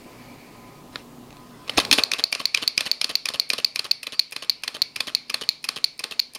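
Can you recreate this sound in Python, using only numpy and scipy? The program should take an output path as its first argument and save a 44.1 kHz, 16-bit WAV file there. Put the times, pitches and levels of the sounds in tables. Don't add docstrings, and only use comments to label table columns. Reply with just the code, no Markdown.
import sys
import numpy as np
from scipy import signal
from scipy.fft import next_fast_len
from scipy.io import wavfile
from scipy.ndimage import uniform_filter1d

SR = 44100
rng = np.random.default_rng(int(sys.argv[2]) if len(sys.argv) > 2 else 0)


def boost(x):
    u = np.asarray(x, float) / 20
    return 10 ** u


def transcribe(u):
    v = np.clip(np.atleast_2d(u).T, -1, 1)
    q = np.round(v * 32767).astype(np.int16)
    wavfile.write(sys.argv[1], SR, q)


N = 281358

# start in seconds, level in dB, first and second bounce in dB, ring in Hz.
VALVE_SNAPS = [(2.0366, 0.5, -28, -34, 4340), (2.2392, -1.5, -9.5, -33, 4400),
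               (2.4555, -2.5, -18, -25, 4390), (2.6775, -0.5, -18, -17, 4410), (2.9146, -2, -15, -24, 4450),
               (3.1543, -2, -16, -22, 4430), (3.3981, -1.5, -15, -21, 4370), (3.6463, -2, -5, -36, 4510),
               (3.9121, -7.5, -2.5, -16, 4440), (4.194, -2.5, -4, -15, 4360),
               (4.4966, -0.5, -13.5, -14.5, 4390), (4.819, -2, -13, -12, 4360),
               (5.1498, -1, -33, -19.5, 4320), (5.4902, 0, -21, -17, 4280), (5.8427, -1, -10, -16.5, 4390),
               (6.1944, -8.5, -7.5, -8, 4380)]
VALVE_BOUNCES = (0.0020, 0.0046)
# frequency in Hz, width in Hz, level in dB.
PLATE_RINGS = [(2407, 334, -16.5), (2550, 102, -23.5), (2840, 2400, -63), (4650, 350, -22),
               (4400, 333, 2.5), (4340, 370, -11), (4850, 620, -25)]
# frequency in Hz, width in Hz, level in dB.
SLAP_EDGE = [(6000, 330, -6), (6330, 730, -1.5), (6660, 200, 0.5), (7300, 230, 0), (8850, 240, -0.5),
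             (8890, 440, -3), (10170, 430, 5.5), (10220, 250, -6.5), (10960, 380, -6.5), (13360, 1400, -16),
             (14300, 820, 13), (14200, 400, -52)]
# frequency in Hz, width in Hz, level in dB.
GLASS_RING = [(2300, 80, -13.5), (4490, 130, -13.5)]

# start in seconds, frame ring in dB, rod in dB relative to it,
# rebound in dB, touch before it in dB.
CAM_BLOWS = [(2.1168, -8, -7.5, -26, -65), (2.3269, -4.5, -12, -32, -37), (2.5464, -2.5, -13, -38, -51),
             (2.778, -2.5, -11.5, -26, -47), (3.0145, -6, -10.5, -31, -60), (3.2566, -8, -12, -25.5, -60),
             (3.502, -4, -15.5, -26.5, -36), (3.7595, -10, -18, -30, -44), (4.0305, -19.5, -3, -36, -65),
             (4.3231, -21.5, -2.5, -32, -38), (4.636, -16.5, -2, -30, -53), (4.9604, -13.5, -3, -29.5, -61),
             (5.2973, -14.5, -2.5, -27.5, -57), (5.6426, -14, -7, -28, -48), (5.9931, -17, -11, -29, -46),
             (6.35, -18, -13, -28, -39)]
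# delay in ms, then base, rod and tick in dB.
CAM_REBOUND_TONE = (8.5, -4.5, -1.5, -22)
# base, rod and tick in dB.
CAM_TOUCH_TONE = (-20, -22, 6)
# start in seconds, frame ring in dB, rod in dB relative to it,
# rebound in dB, ring in Hz.
PIN_BLOWS = [(2.1352, -7.5, -16, -24, 2680), (2.3502, -13.5, -6, -26, 2700),
             (2.574, -12.5, -4, -27.5, 3150), (2.8075, -6, -6, -29, 4200), (3.0436, -7.5, -8, -32.5, 4300),
             (3.2876, -8.5, -5, -25.5, 4450), (3.5342, -7.5, -8, -27.5, 4100), (3.7934, -9, -4, -34, 4300),
             (4.0689, -14.5, -3.5, -30.5, 4020), (4.3636, -12, -4, -35.5, 4180),
             (4.6789, -10, -3.5, -32.5, 4160), (5.0054, -7, -6.5, -28.5, 4090),
             (5.343, -7, -3.5, -29, 4160), (5.689, -6.5, -4.5, -34, 4180), (6.04, -10, -3.5, -28.5, 4140)]
# delay in ms, then base, rod and tick in dB.
PIN_REBOUND_TONE = (6, -1.5, 1.5, -8)
# start in seconds, first contact in dB, main contact delay in ms,
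# main contact in dB, third contact in dB.
PISTON_RATTLES = [(2.1837, -19, 5.7, -16, -17), (2.395, -22, 4.9, -15, -34),
                  (2.6176, -23, 5.9, -14.5, -18.5), (2.8557, -19.5, 5.8, -16, -17),
                  (3.0924, -16, 5.5, -16.5, -21.5), (3.3372, -18, 4.9, -17.5, -23),
                  (3.5808, -16.5, 4.5, -16.5, -25), (3.843, -18.5, 6.7, -20.5, -26),
                  (4.122, -22, 6.1, -23, -24.5), (4.422, -22, 3.8, -21.5, -27),
                  (4.743, -25, 4.3, -19.5, -22.5), (5.0698, -18.5, 5.2, -19, -19.5),
                  (5.411, -18, 4.9, -18, -23.5), (5.7601, -18.5, 5, -20, -22),
                  (6.1097, -19, 3.8, -26.5, -21.5)]
# base, rod and tick in dB.
RATTLE_COLOURS = [
    (-15, -7, -10.5),
    (-9.5, -3.5, -13.5),
    (-14, 0, -11),
    (-5.5, 5.5, -4),
]
# start in seconds, frame, base and rod in dB, contact in ms.
HAND_FLICK = [(1.6953, -14.5, -7.5, -1, 3.3), (1.7748, -11, -6, -11, 2.9), (1.7784, -9, -12.5, 3.5, 2.2),
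              (1.7813, -4.5, -5.5, -13, 4.6), (1.7876, -14, -31, 1.5, 5.1), (1.8, -7.5, -25, -0.5, 5.7),
              (1.8498, -15, -22, -1.5, 1.7), (1.9125, 3, -22, -4.5, 2.6), (1.9267, 6.5, -18.5, -7, 7.1),
              (1.979, -11.5, -12, -15, 2.4), (1.983, -15, -13, 7.5, 3.4), (1.9852, -8.5, -8, 2.5, 2.6),
              (1.992, -12, -9.5, -0.5, 1.7), (1.996, -18, -4.5, 6, 5.7)]
# start in seconds, level in dB.
FINGER_TOUCHES = [(1.3062, -35.5), (1.3273, -38), (1.3674, -38), (1.471, -47), (1.508, -45), (1.644, -44),
                  (1.6726, -39), (1.6774, -27), (1.683, -27.5), (1.7363, -33), (1.771, -18), (1.7883, -10),
                  (1.8104, -21), (1.8144, -25)]
# base, rod and tick in dB, contact in ms.
FINGER_TONE = (-7, -4.5, -17, 1.5)
# frame, base, rod and tick in dB, contact in ms.
GRIP_TONE = (-20, -11, -2.5, -20, 1.4)
# start in seconds, level in dB, frequency in Hz, width in Hz.
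JOLT_RINGS = [(0.9575, -23, 1450, 220), (0.9575, -22, 1800, 250), (0.9575, -19, 3780, 500),
              (0.958, -42, 680, 150), (1.305, -39, 2720, 300), (1.327, -43, 2700, 300),
              (1.695, -11.5, 3030, 250), (1.765, -24, 58, 40), (1.777, -16, 320, 60),
              (1.781, -10, 744, 200), (1.782, -11, 1030, 161), (1.915, -26, 286, 30),
              (1.926, -28, 287, 29.6), (1.982, -25, 300, 60), (1.985, -38, 88, 50),
              (1.7685, -27, 4200, 150), (1.775, -10, 5450, 400), (1.7816, -11, 3710, 300),
              (1.8012, -22, 3960, 150), (1.8505, -18, 4100, 250), (1.9127, -13, 2390, 170),
              (1.913, -6.5, 5480, 200), (1.927, -5.5, 3420, 90), (1.9853, -11, 2850, 300),
              (1.992, -12, 3760, 250)]

# frequency in Hz, width in Hz, level in dB.
FRAME_RING = [(3890, 610, 11), (4390, 890, 22), (5160, 440, 8), (6000, 410, 3.5), (6740, 1100, -46)]
# frequency in Hz, width in Hz, level in dB.
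LEVER_RING = [(2456, 177, -3.5), (3640, 480, -11), (4190, 230, -11), (4450, 440, -2), (4913, 370, 1.5),
              (5250, 230, -6.5), (6010, 210, -10.5), (6240, 270, -14.5), (7100, 430, -12), (7570, 900, -20)]
# frequency in Hz, width in Hz, level in dB.
CRANK_RING = [(3560, 230, -5), (3760, 260, -5.5), (4430, 280, 0), (4890, 150, -9), (5240, 300, -18.5),
              (5830, 240, -9), (6580, 165, -15)]
# frequency in Hz, width in Hz, level in dB.
BASE_RING = [(168, 115, -17), (311, 128, -7.5), (463.4, 233, 3), (606, 238, 4), (800, 287, 5.5),
             (1047, 190, 2.5), (1450, 260, -7)]
# frequency in Hz, width in Hz, level in dB.
ENGINE_SHAKE = [(69.4, 66, -31)]
# frequency in Hz, width in Hz, level in dB.
BASE_ROCK = [(72, 50, -7), (150, 95, 0.5), (226, 132, 1)]
# frequency in Hz, width in Hz, level in dB.
ROD_RING = [(1917, 330, -9.5), (2125, 180, -10), (2533, 330, 5.5), (3030, 146, -8)]
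# frequency in Hz, width in Hz, level in dB.
ROD_RETURN_RING = [(1910, 430, 2.5), (2690, 280, 0.5), (2990, 270, 3.5)]
# frequency in Hz, width in Hz, level in dB.
TICK_RING = [(8830, 370, 1), (9580, 450, 0.5), (10220, 300, -0.5), (10920, 330, -0.5), (11670, 520, -5),
             (13600, 500, -7), (14300, 400, -13.5), (15700, 200, -11)]

# time in seconds, level in dB.
SLIDE_LEVEL = [(1.7, -88), (1.8, -48), (2.05, -53), (2.7, -48), (3.9, -53.5), (5.5, -53), (6.38, -55.5)]
# frequency in Hz, level in dB.
SLIDE_COLOUR = [(200, -21), (1100, -12.5), (2280, 18), (3300, 8.5), (4400, 21.5), (6500, -0.5),
                (9500, -2.5), (15000, -26)]
# time in seconds, level in dB.
COAST_LEVEL = [(0, -57), (.2, -53.5), (.38, -53), (.6, -57), (.78, -59.5), (.9, -85)]
# frequency in Hz, level in dB.
COAST_COLOUR = [(300, -30), (1500, -10), (2100, -4), (2330, 1), (2600, -8), (3500, -19), (4600, -9),
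                (7000, -35)]
# time in seconds, level in dB.
SKIN_LEVEL = [(.88, -93), (.93, -48.5), (1.0, -46.5), (1.05, -68), (1.55, -57), (1.67, -53.5),
              (1.76, -41.5), (1.9, -53), (2.06, -75)]
# frequency in Hz, level in dB.
SKIN_COLOUR = [(200, -29), (900, 0), (2000, 5), (3100, -1), (5200, -2), (6500, -25), (9000, -9),
               (15000, -37)]

# frequency in Hz, time to fall 60 dB in seconds.
KITCHEN_DECAY = [(200, 0.64), (700, 0.71), (1700, 0.31), (4500, 0.29), (8000, 0.38), (13000, 0.18)]
# frequency in Hz, level in dB per Hz.
AIR_COLOUR = [(15, -37), (25, 1), (76, -14.5), (128, -9.5), (238, -2), (400, -5), (584, -10), (706, -9),
              (902, -11.5), (1010, -12), (1550, -22.5), (2900, -23), (3230, -23.5), (14400, -30.5),
              (16500, -24)]
# frequency in Hz, width in Hz, level in dB.
FRIDGE_HUM = [(119.5, 2.2, -64), (147.4, 2.5, -62), (243.5, 3.8, -57), (283.3, 7, -65.5), (1013, 8, -64),
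              (1246, 2, -70.5)]
# time in seconds, gain in dB.
MIC_GAIN = [(0, 6.5), (.5, 5.5), (1, 5.5), (1.65, 4.5), (1.9, 9.5), (2.1, -8.5), (2.6, -8.5), (3.2, -9),
            (3.8, -11.5), (4.3, -13), (4.8, -6), (5.3, -8.5), (5.8, -9.5), (6.38, -8.5)]

SHUT_S = np.array([row[0] for row in VALVE_SNAPS])


def evened(x):
    return x / np.sqrt(np.mean(x ** 2) + 1e-20)


def read(points, hz):
    f, value = np.transpose(points)
    return np.interp(np.log(hz + 1), np.log(f + 1), value)


def curve(points):
    return np.interp(np.arange(N) / SR, *np.transpose(points))


def add(mix, s, sound):
    part = mix[round(s * SR):][:len(sound)]
    part += sound[:len(part)]


def turn_time(s):
    return np.interp(s, SHUT_S[1:], np.diff(SHUT_S))


def varied(modes, detune, spread_db, least_width):
    luck = rng.uniform(-1, 1, (len(modes), 2))
    return [(hz * (1 + detune * u), max(width, least_width * hz), db + spread_db * v)
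            for (hz, width, db), (u, v) in zip(modes, luck)]


def ring(modes, rise_s, size=1024):
    t = np.arange(size) / SR
    hz, width, db = np.transpose(modes)[:, :, None]
    sines = boost(db) * np.exp(-np.pi * width * t) * np.sin(2 * np.pi * hz * t)
    x = sines.sum(axis=0) * (1 - np.exp(-(t / rise_s) ** 2))
    return x / abs(x).max()


def noise(spectrum, patchy_db):
    frames, hz = N // 256 + 5, np.fft.rfftfreq(1024, 1 / SR)
    a, b, patches = rng.standard_normal((frames, 513, 3)).T
    patches = uniform_filter1d(patches, size=10, axis=0)
    patches = evened(uniform_filter1d(patches, size=12, axis=1))
    z = (a + 1j * b) * boost(read(spectrum, hz)[:, None] + patchy_db * patches)
    return evened(signal.istft(z, nperseg=1024, noverlap=768)[1][:N])


def slap_edge(rise_s):
    grit = rng.standard_normal(600) * np.exp(-np.arange(600) / SR / 0.0014)
    edge = ring(varied(SLAP_EDGE, .015, 3, .03), rise_s / 4)
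    return signal.fftconvolve(grit / np.linalg.norm(grit), edge)[:1024]


def valve():
    near, far = np.zeros(N), np.zeros((3, N))
    for k, (s, db, first_db, second_db, hz) in enumerate(VALVE_SNAPS):
        tuned = [(f * hz / 4380, width, d) for f, width, d in PLATE_RINGS]
        blows = [(0, db + 2.5, .00012),
                 (VALVE_BOUNCES[0], first_db + 1.5, .0007),
                 (VALVE_BOUNCES[1], second_db + 5.0, .00045)]
        for late, blow_db, rise_s in blows:
            late = np.round(late * hz) / hz
            edge = slap_edge(rise_s)
            plate = ring(varied(tuned, .008, 3, .03), rise_s)
            add(near, s + late - .0002, boost(blow_db) * (plate + boost(-15) * edge))
        lasting = ring(varied(tuned, .02, 2, .075) + varied(GLASS_RING, .012, 4, .02), rise_s=.0003)
        dull = ring(varied(SLAP_EDGE[:9], .04, 2, .14), rise_s=.0001)
        add(far[k % 3], s, boost(-3.5) * (lasting + boost(-13) * dull))
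    late = round(.0128 * SR)
    near[late:] += boost(-28) * near[:-late]
    return near, far


HARD_MS, SOFT_MS, RATTLE_MS = 1.53, 4.2, 5.04


def cam_contacts():
    rows = []
    for s, db, rod_db, again_db, touch_db in CAM_BLOWS:
        loose_db = (.4 - 1) * db
        hard = db > -13
        start_s = s if hard else s - .001254
        contact_ms = HARD_MS if hard else 6.3
        rows.append((s - .043 * turn_time(s), touch_db, *CAM_TOUCH_TONE, 2.2))
        rows.append((start_s, db, -31 + loose_db, rod_db, -15 + loose_db, contact_ms))
        rows.append((s + CAM_REBOUND_TONE[0] / 1000, again_db, *CAM_REBOUND_TONE[1:], SOFT_MS))
    return rows


def pin_contacts():
    rows = []
    for s, db, rod_db, again_db, _ in PIN_BLOWS:
        rows.append((s, db, -19.5, rod_db, -11, HARD_MS))
        rows.append((s + PIN_REBOUND_TONE[0] / 1000, again_db, *PIN_REBOUND_TONE[1:], SOFT_MS))
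    return rows


def rattle_contacts():
    rows = []
    for s, first_db, main_ms, db, third_db in PISTON_RATTLES:
        third_s = .0078 + .012 * turn_time(s)
        last_s = .0037 + .061 * turn_time(s)
        lates = 0, main_ms / 1000, third_s, last_s
        levels_db = first_db, db, third_db, db - 11.5
        for late, level_db, tone in zip(lates, levels_db, RATTLE_COLOURS):
            rows.append((s + late, level_db, *tone, RATTLE_MS))
    return rows


def hand_contacts():
    grip = [(.9572, *GRIP_TONE)]
    flick = [(*row[:4], -10, row[4]) for row in HAND_FLICK]
    return grip + flick + [(*row, *FINGER_TONE) for row in FINGER_TOUCHES]


def linkage():
    lead_s = .0027
    t = np.arange(900) / SR - lead_s
    out, far = np.zeros(N), np.zeros((3, N))
    pin_hz = {row[0]: row[4] for row in PIN_BLOWS}
    trims_db, rises_s = (2.02, 1.37, 0.32, 5.87), (0.0002, 0.00094, 0.00035, 0.000038)
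    least_widths = .03, .15, .03, .03
    contacts = hand_contacts() + cam_contacts() + pin_contacts() + rattle_contacts()
    for k, (s, db, *rel_db, contact_ms) in enumerate(contacts):
        running = s > SHUT_S[0]
        hard = contact_ms < 2 if running else db > -19
        turn = np.interp(s, SHUT_S, np.arange(len(SHUT_S))) % 1
        frame = LEVER_RING if running and turn < .46 else FRAME_RING
        if s in pin_hz:
            frame = CRANK_RING + [(pin_hz[s], 212, 0)]
        base = BASE_RING + ENGINE_SHAKE if contact_ms == RATTLE_MS else BASE_RING
        rod = ROD_RING if turn < .66 else ROD_RETURN_RING

        lead = boost(-17) * (running and hard)
        steepness = 1 if hard or not running else 1.24
        decay = np.exp(-(np.maximum(t, 0) * 1000 / max(contact_ms, .3)) ** steepness)
        shape = np.where(t < 0, lead, decay)
        uneven = boost((3.18 if hard else 5.2) * rng.exponential(1, 900))
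        grit = rng.standard_normal((4, 900)) * uneven * shape
        if hard and (running or db > -3):
            grit[:, round(lead_s * SR) + 1] += boost(-0.5) * np.linalg.norm(grit, axis=1)

        parts = zip((frame, base, rod, TICK_RING), (0, *rel_db), trims_db, rises_s, least_widths, grit)
        for modes, part_db, trim_db, rise_s, least_width, burst in parts:
            level = boost(db + part_db + trim_db)
            part = ring(varied(modes, .012, 2.5, least_width), rise_s)
            add(out, s - lead_s, level * signal.fftconvolve(burst / np.linalg.norm(burst), part))
            add(far[k % 3], s, level * ring(varied(modes, .03, 2, .16), rise_s))
    return out, far


def jolts():
    out = np.zeros(N)
    for s, _, main_ms, db, _ in PISTON_RATTLES:
        add(out, s + main_ms / 1000, boost(db - 20.5) * ring(BASE_ROCK, rise_s=.003, size=4096))
    for s, db, hz, width in JOLT_RINGS:
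        modes = [(hz, width, 0), (hz * 1.16, width, -6)]
        add(out, s, boost(db) * ring(modes, rise_s=1.7 / hz, size=4096))
    return out


def friction():
    last = len(VALVE_SNAPS) - .46
    turns = curve([(s, k) for k, s in enumerate(SHUT_S)] + [(N / SR, last)])
    stroke_db = 2 * np.cos(2 * np.pi * (turns - .74))
    wheel = boost(curve(COAST_LEVEL)) * noise(COAST_COLOUR, patchy_db=1.5)
    skin = boost(curve(SKIN_LEVEL)) * noise(SKIN_COLOUR, patchy_db=4.0)
    slide = boost(curve(SLIDE_LEVEL) + stroke_db) * noise(SLIDE_COLOUR, patchy_db=4.0)
    return wheel + skin + slide


def kitchen(x, gap_s, rise_s):
    taps = np.zeros(SR // 2)
    at = np.arange(0, len(taps) - 20, 20)
    taps[at + rng.integers(0, 20, len(at))] = rng.choice([-1., 1.], len(at))
    hz, t, z = signal.stft(taps, SR, nperseg=256)
    tail = signal.istft(z * boost(-60 * t / read(KITCHEN_DECAY, hz)[:, None]), SR, nperseg=256)[1]
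    tail = tail * np.clip((np.arange(len(tail)) / SR - gap_s) / rise_s, 0, 1)
    return signal.fftconvolve(x, tail / np.linalg.norm(tail))[:N]


def room_tone():
    out, t = boost(-52.5) * noise(AIR_COLOUR, patchy_db=.8), np.arange(N) / SR
    for hz, width, db in FRIDGE_HUM:
        r = np.exp(-np.pi * width / SR)
        drift = rng.standard_normal(N) + 1j * rng.standard_normal(N)
        waver = signal.lfilter([1 - r], [1, -r], drift)
        out = out + boost(db) * evened((waver * np.exp(2j * np.pi * hz * t)).real)
    return out * boost(curve(MIC_GAIN))


def scene():
    snaps, snaps_far = valve()
    knocks, knocks_far = linkage()
    snap_echo = sum(kitchen(x, gap_s=0.0096, rise_s=.006) for x in snaps_far)
    knock_echo = sum(kitchen(x, gap_s=0.0004, rise_s=0.00069) for x in knocks_far)
    engine = snaps + knocks + jolts() + friction() + boost(-13.5) * snap_echo + boost(-11) * knock_echo
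    engine = signal.sosfilt(signal.butter(2, 90, "high", fs=SR, output="sos"), engine)
    engine = signal.lfilter(*signal.iirnotch(7850, 22, SR), engine)
    return (engine + room_tone())[None]


def roll_off(x):
    return signal.sosfilt(signal.butter(12, 17020, fs=SR, output="sos"), x)


def record(dry):
    edged = signal.sosfilt(signal.butter(12, 15500, fs=SR, output="sos"), dry)
    bent = edged + 0.0094 * edged ** 2
    swing = abs(signal.hilbert(bent, next_fast_len(N)))[:, :N]
    swing = uniform_filter1d(swing, size=5, axis=1)
    limited = bent / np.maximum(swing / .8, 1)
    flattened = np.clip(limited, -.69, .69)
    mix = signal.sosfilt(signal.butter(10, 16200, fs=SR, output="sos"), flattened)
    return roll_off(mix)


dry = scene()
out = record(dry)
transcribe(out)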